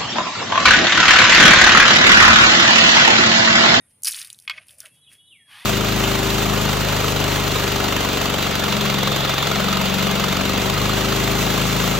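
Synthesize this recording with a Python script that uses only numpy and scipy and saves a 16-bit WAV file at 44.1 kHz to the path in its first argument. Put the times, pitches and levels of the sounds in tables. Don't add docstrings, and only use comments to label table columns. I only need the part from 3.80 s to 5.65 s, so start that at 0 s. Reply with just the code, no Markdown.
import sys
import numpy as np
from scipy import signal
from scipy.fft import rfft, irfft, next_fast_len
from scipy.io import wavfile
from scipy.ndimage import uniform_filter1d, map_coordinates

SR = 44100
rng = np.random.default_rng(int(sys.argv[2]) if len(sys.argv) > 2 else 0)


def linear_from_db(decibels):
    return 10 ** (np.asarray(decibels, float) / 20)


def put_to_file(sound):
    columns = np.atleast_2d(sound).T
    safe = np.clip(columns, -1, 1)
    whole_steps = np.round(safe * 32767)
    wavfile.write(sys.argv[1], SR, whole_steps.astype(np.int16))


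N = 81585

# freq_hz, gain_db
LEAF_SPECTRUM = [(1470, -60), (2700, -17), (4080, -7.5), (4760, -0.5), (7360, -3), (10200, 11.5),
                 (12800, -5.5), (13900, -2.5), (16000, -5.5)]
NEAR_T60_S = 0.044


def unit(x):
    return x / np.sqrt(np.mean(x ** 2) + 1e-20)


def colour(points):
    hz, db = np.transpose(points)
    knots_hz = np.r_[hz[0] / 2, hz, hz[-1] * 2]
    knots_db = np.r_[db[0] - 40, db, db[-1] - 40]
    return lambda f: linear_from_db(np.interp(np.log(f + 1), np.log(knots_hz), knots_db))


def filtered(x, response):
    size = next_fast_len(x.shape[-1] + 4096)
    spectrum = rfft(x, size) * response(np.fft.rfftfreq(size, 1 / SR))
    return irfft(spectrum, size)[..., :x.shape[-1]]


def peak(centre_hz, q):
    def response(f):
        damping = 1j * f * centre_hz / q
        return damping / (centre_hz * centre_hz - f * f + damping)
    return response


def wobble(rate_hz):
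    return map_coordinates(rng.standard_normal(1000), [np.arange(N) * rate_hz / SR])


def add(track, start_s, x):
    part = track[round(start_s * SR):][:len(x)]
    part += x[:len(part)]


def echo(x, t60_s):
    t = np.arange(SR // 2) / SR
    tail = rng.standard_normal(SR // 2) * linear_from_db(-60 * t / t60_s)
    return signal.fftconvolve(x, tail / np.linalg.norm(tail))[:N]


def crackle(points):
    breaks_per_s, spread_db, friction_db = 1100, 2.5, -5.5
    hits = (rng.random(N) < breaks_per_s / SR) * linear_from_db(spread_db * rng.exponential(size=N))
    decay = linear_from_db(-60 * np.arange(200) / SR / 0.0053)
    puffs = np.convolve(hits, decay)[:N] * rng.standard_normal(N)
    friction = linear_from_db(friction_db + 5.1 * wobble(70.63)) * rng.standard_normal(N)
    return unit(filtered(unit(puffs) + friction, colour(points)))


def rustle():
    # time_s, level_db, dull_twigs_db
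    crush = [
        (0.229, -72, -35),
        (0.247, -37.5, -10.5),
        (0.278, -28.5, -5.5),
        (0.306, -39, -8),
        (0.421, -43, -4.5),
        (.5, -52, -7),
        (.57, -60, -20.5),
        (.66, -56, -19),
    ]
    # peak_s, rise_s, fall_s, level_db, dull_part_db
    brushes = [
        (0.109, 0.011, 0.021, -61.5, -34),
        (0.764, 0.11, 0.1, -68.5, 19),
        (0.887, 0.023, 0.11, -51, -9.5),
        (1.012, 0.043, 0.062, -53, -7),
        (1.059, 0.017, 0.041, -50, 1.5),
        (1.156, 0.074, 0.063, -63, -7),
        (1.327, 0.039, 0.059, -53.5, -3.5),
    ]
    # freq_hz, gain_db
    stem_spectrum = [(290, -51), (500, -59), (645, -12.5), (744, -16.5), (1530, 3), (2100, 3), (2710, 6),
                     (7000, -14), (9100, -71), (15400, -120)]
    t = np.arange(N) / SR
    times, crush_db, twigs_db = np.transpose(crush)
    bright = linear_from_db(np.interp(t, times, crush_db, left=-120, right=-120))
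    dull = bright * linear_from_db(np.interp(t, times, twigs_db))
    for top_s, rise_s, fall_s, db, dull_db in brushes:
        distance = np.where(t < top_s, (top_s - t) / rise_s, (t - top_s) / fall_s)
        env = linear_from_db(db - 20 * distance ** 1.38)
        bright = bright + env
        dull = dull + env * linear_from_db(dull_db)
    return bright * crackle(LEAF_SPECTRUM) + dull * crackle(stem_spectrum)


def snaps():
    # start_s, peak_db, leaf_pitch_hz, body_over_fizz_db
    leaf_breaks = [(0.2462, -6, 5700, -5), (0.2490, -16, 5170, -6), (0.2549, -8, 5100, -2),
                   (0.2580, -18, 5000, 3), (0.268, -16.5, 4940, -9), (0.2730, -18, 5150, -2),
                   (0.282, -9, 5200, -3), (0.2707, -6, 5100, -1), (0.2767, -5.5, 6250, -39),
                   (0.2786, -12.5, 5300, 1), (0.284, -3, 6050, -29), (0.2896, -14, 5460, -10),
                   (0.2996, -19, 4900, 1), (0.3095, -16, 7000, -12), (0.3182, -15, 5650, -7),
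                   (0.3200, -22, 3850, 0), (0.3223, -17, 6540, 10), (0.3267, -19, 3860, 4),
                   (0.3339, -15.5, 6040, -7), (0.345, -15.5, 3690, 3.5), (0.3507, -23, 5200, 1),
                   (0.3553, -21, 4770, -2), (0.361, -24, 6200, -14), (0.3642, -22, 7000, 2),
                   (0.3808, -26.5, 4000, 0), (0.388, -19.5, 3780, 0.5), (0.393, -23, 6600, 1),
                   (0.3970, -27, 5940, 2), (0.403, -31, 5500, 3), (0.408, -24, 5840, -7),
                   (0.4151, -22, 5400, 10), (0.416, -20.5, 3700, 1), (0.426, -25.5, 3740, 2),
                   (0.4283, -25, 4000, -11), (0.447, -23, 3770, -5), (0.45, -28, 5030, 2),
                   (0.4625, -35, 4520, 4), (0.4672, -43, 2950, 0), (0.4727, -25.5, 3520, -27)]
    lone_ticks = [(0.2212, -31, 9700, 1), (0.2311, -33, 9600, 5), (0.2343, -9, 6050, -2.5),
                  (0.5016, -21, 3740, -0.5), (0.5289, -20.5, 6700, -5), (0.545, -37, 3970, 9),
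                  (0.5883, -31, 3450, -4), (0.6, -29.5, 3850, -40.5), (0.623, -36, 3500, -20),
                  (0.6442, -49, 4460, -44), (0.8688, -38.5, 9700, 10), (0.884, -31, 5000, -11),
                  (0.8933, -32.5, 3180, 7), (0.9078, -34, 3260, -6), (0.984, -34.5, 9400, 11),
                  (0.9854, -34, 9600, 13), (0.9928, -34, 10100, 18), (0.999, -40, 5900, -2),
                  (1.0034, -18.5, 5500, -6), (1.0168, -35.5, 3380, -1), (1.031, -41, 2000, -12),
                  (1.04, -39, 10100, 15), (1.058, -30, 2820, -1), (1.0675, -36.5, 6640, -2),
                  (0.097, -52.5, 5900, -20), (1.3162, -38.5, 2100, 4), (1.3269, -38, 3840, -14)]
    snap_t60_s, rattle_t60_s, rise_s = 0.006, 0.043, 0.0002
    lead = 128
    out, t = np.zeros(N), np.arange(2000) / SR
    for events, rattle_db in ((leaf_breaks, -16), (lone_ticks, -23)):
        decay = linear_from_db(-60 * t / snap_t60_s) + linear_from_db(rattle_db - 60 * t / rattle_t60_s)
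        env = np.pad(decay * (1 - np.exp(-t / rise_s)), (lead, 0))
        for start_s, db, pitch_hz, body_db in events:
            fizz_noise, body_noise = env * rng.standard_normal((2, len(env)))
            fizz = filtered(fizz_noise, colour(LEAF_SPECTRUM))
            body = filtered(body_noise, lambda f: peak(pitch_hz, 5)(f) * peak(pitch_hz, 1)(f) ** 2)
            snap = fizz / np.linalg.norm(fizz) + linear_from_db(body_db) * body / np.linalg.norm(body)
            add(out, start_s - lead / SR, linear_from_db(db - 3.5) * snap / abs(snap).max())
    return out


def knocks():
    # start_s, peak_db, crack_db
    contacts = [(0.6770, -21.5, 6), (0.6965, -18.5, 4), (0.6990, -36, 13), (0.7036, -25.5, -12),
                (0.7078, -22.5, 2.5), (0.7118, -29, -7), (0.7150, -30.5, 0.5), (0.7203, -36, 1),
                (0.733, -40, -10), (0.7755, -37.5, -18), (0.780, -30, -28), (0.785, -38, -28)]
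    # freq_hz, level_db, t60_s
    clay_modes = [(1058, -11.5, 0.05), (1240, -8, 0.06), (1555, -1.5, 0.073), (1740, -16, 0.022),
                  (2184, 5.5, 0.046), (2480, 7.5, 0.028), (3020, -8, 0.02), (3330, 7.5, 0.033),
                  (3375, 2, 0.018), (4700, -3, 0.02), (5070, -12, 0.017)]
    # freq_hz, gain_db
    crack_spectrum = [(500, -32), (1200, -12.5), (3000, -3), (5300, -14), (6200, -26), (12000, -27.5)]
    crack_t60_s, longest_ring_s, rise_s = 0.019, 0.05, 0.00091
    ring_db, scatter_db = -12.5, 2
    out, t = np.zeros(N), np.arange(SR // 4) / SR
    for start_s, db, crack_db in contacts:
        ring = np.zeros(len(t))
        for mode_hz, mode_db, t60_s in clay_modes:
            decay = linear_from_db(mode_db + scatter_db * rng.normal() - 60 * t / min(t60_s, longest_ring_s))
            ring += decay * np.sin(2 * np.pi * (mode_hz * t + rng.random()))
        noise = linear_from_db(-60 * t / crack_t60_s) * rng.standard_normal(len(t))
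        crack = filtered(noise, colour(crack_spectrum))
        strike = linear_from_db(ring_db) * ring + linear_from_db(crack_db) * crack / abs(crack).max()
        add(out, start_s, linear_from_db(db) * strike * (1 - np.exp(-t / rise_s)))
    return out


def wall_rubs():
    # start_s, length_s, hollow_hz, level_db
    rubs = [
        (.7, .13, 640, -64),
        (.9, .12, 610, -71),
        (1.03, .05, 620, -59),
        (1.013, .01, 1500, -56),
        (1.029, .03, 1500, -53),
        (.733, .018, 2130, -47),
        (.775, .015, 2150, -45),
        (.775, .014, 4800, -57),
    ]
    out, t = np.zeros(N), np.arange(SR // 4) / SR
    for start_s, length_s, hollow_hz, db in rubs:
        hum = unit(filtered(rng.standard_normal(len(t)), lambda f: peak(hollow_hz, 4)(f) ** 2))
        env = np.sin(np.pi * np.clip(t / length_s, 0, 1)) ** 0.5
        add(out, start_s, linear_from_db(db) * hum * env)
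    return out


def drag():
    # time_s, level_db, hollow_hz
    stroke = [
        (1.661, -83, 1613),
        (1.696, -55.5, 1650),
        (1.74, -49, 1770),
        (1.789, -48.5, 2030),
        (1.85, -48, 2167),
    ]
    # freq_hz, gain_db
    soil_spectrum = [(290, -62), (500, -35), (734, -9), (1080, -6.5), (2050, -2.5), (3610, -3.5),
                     (7580, -23.5), (9650, -9.5), (15000, -28)]
    hollow_q, hollow_db, second_db, crumbs_db = 14, -7, -8, -4.5
    t = np.arange(N) / SR
    times, stroke_db, hollow_hz = np.transpose(stroke)
    phase = 2 * np.pi * np.cumsum(np.interp(t, times, hollow_hz)) / SR

    def hollow(ratio):
        in_phase = wobble(2000 / hollow_q) * np.sin(ratio * phase)
        quadrature = wobble(2000 / hollow_q) * np.cos(ratio * phase)
        return unit(in_phase + quadrature)

    friction = linear_from_db(1.5 * wobble(150)) * rng.standard_normal(N)
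    soil = unit(filtered(friction, colour(soil_spectrum))) + linear_from_db(crumbs_db) * crackle(soil_spectrum)
    hollows = linear_from_db(hollow_db) * hollow(0.93) + linear_from_db(second_db) * hollow(1.68)
    return linear_from_db(np.interp(t, times, stroke_db, left=-120)) * (soil + hollows)


def falling_whistles():
    # start_s, length_s, top_hz, level_db
    calls = [
        (1.22, .084, 3950, -55),
        (1.457, .23, 4050, -53),
        (1.7, .07, 3450, -58),
    ]
    hang_s, fall_s, swell_s = 0.058, 0.047, 0.07
    bottom_hz, warble_hz, fade_db_s = 1600, 20, -135
    out = np.zeros(N)
    for start_s, length_s, top_hz, db in calls:
        t = np.arange(round(length_s * SR)) / SR
        slide = np.exp(-(np.hypot(t, hang_s) - hang_s) / fall_s)
        pitch = bottom_hz + (top_hz - bottom_hz) * slide + warble_hz * wobble(123.3)[:len(t)]
        swell = np.minimum(0.16 + (t / swell_s) ** 2, (length_s - t) / 0.01)
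        env = np.clip(swell, 0, 1) * np.minimum(t * 100, 1)
        env = env * linear_from_db(fade_db_s * t + 2.5 * wobble(93)[:len(t)])
        add(out, start_s, linear_from_db(db + 11) * env * np.sin(2 * np.pi * np.cumsum(pitch) / SR))
    return out


def held_notes():
    # start_s, length_s, pitch_hz, level_db
    far_calls = [(1.07, .09, 2680, -66), (1.11, .14, 3320, -65), (1.2, .36, 3325, -59),
                 (1.33, .07, 3345, -56), (1.45, .3, 3305, -59), (0, .025, 3700, -73),
                 (1.14, .14, 2990, -70), (1.39, .06, 2985, -63), (1.44, .09, 2985, -64),
                 (1.15, .06, 3680, -67), (1.37, .2, 3650, -66), (1.24, .06, 2570, -71), (0, .03, 1870, -66)]
    flutter_db, wander_hz = 2.5, 14
    out = np.zeros(N)
    for start_s, length_s, pitch_hz, db in far_calls:
        t = np.arange(round(length_s * SR)) / SR
        pitch = pitch_hz + wander_hz * wobble(30.6)[:len(t)]
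        env = np.sin(np.pi * t / length_s) ** 0.4 * linear_from_db(flutter_db * wobble(46.7)[:len(t)])
        add(out, start_s, linear_from_db(db) * env * np.sin(2 * np.pi * np.cumsum(pitch) / SR))
    return out


def bed(points, db, patch_db, rate_hz):
    cells = signal.stft(rng.standard_normal(N), nperseg=512)[2]
    patches = uniform_filter1d(rng.standard_normal(cells.shape), 5, 0)
    patches = uniform_filter1d(patches, 12, 1)
    noise = signal.istft(cells * linear_from_db(patch_db * unit(patches)), nperseg=512)[1][:N]
    return linear_from_db(db + wobble(rate_hz)) * unit(filtered(noise, colour(points)))


def town_hum():
    # freq_hz, gain_db
    hum_spectrum = [(18, -51), (30, -20), (50, -15.5), (81, 0.5), (114, 4), (411, -14), (509, -12.5),
                    (649, -15), (900, -21), (1170, -34), (1980, -120)]
    lorry_db, lorry_s = 3, 0.25
    lorry = linear_from_db(lorry_db * (np.arange(N) / SR < lorry_s))
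    return bed(hum_spectrum, -68.5, 1.5, 5.52) * lorry


def open_air():
    # freq_hz, gain_db
    air_spectrum = [(800, 0), (2200, 4), (3300, 1), (4500, -4.5), (7500, -3.5), (12000, -19), (14500, -12),
                    (15000, -30)]
    return bed(air_spectrum, -74.5, 3, 11.4)


def thin_hiss():
    # freq_hz, gain_db
    hiss_spectrum = [(7800, -32), (8600, 17.5), (9250, 15.5), (9600, 10), (10000, 15.5), (11300, 16),
                     (11900, -13)]
    return bed(hiss_spectrum, -64, 2.5, 9.8)


def capsule_noise():
    # freq_hz, gain_db
    capsule_spectrum = [(60, -15), (3300, -1), (6500, -7.5), (11300, -7), (12500, -13)]
    return bed(capsule_spectrum, -74.5, 2.5, 4.7)


def scene():
    near = rustle() + snaps() + knocks() + wall_rubs() + drag()
    far = falling_whistles() + held_notes()
    mid = near + linear_from_db(-9.5) * echo(near, NEAR_T60_S)
    mid = mid + far + linear_from_db(-3) * echo(far, 0.4)
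    mid = mid + open_air() + thin_hiss() + town_hum()
    side = capsule_noise() + linear_from_db(-36) * echo(mid, NEAR_T60_S)
    return np.array([mid + side, mid - side])


def roll_off(x):
    return signal.sosfilt(signal.butter(12, 16640, fs=SR, output="sos"), x)


def record(dry):
    top_hz, above_top_db = 15350, -37
    mix = filtered(dry, lambda f: np.where(f < top_hz, 1, linear_from_db(above_top_db)))
    return roll_off(mix)


dry = scene()
out = record(dry)
put_to_file(out)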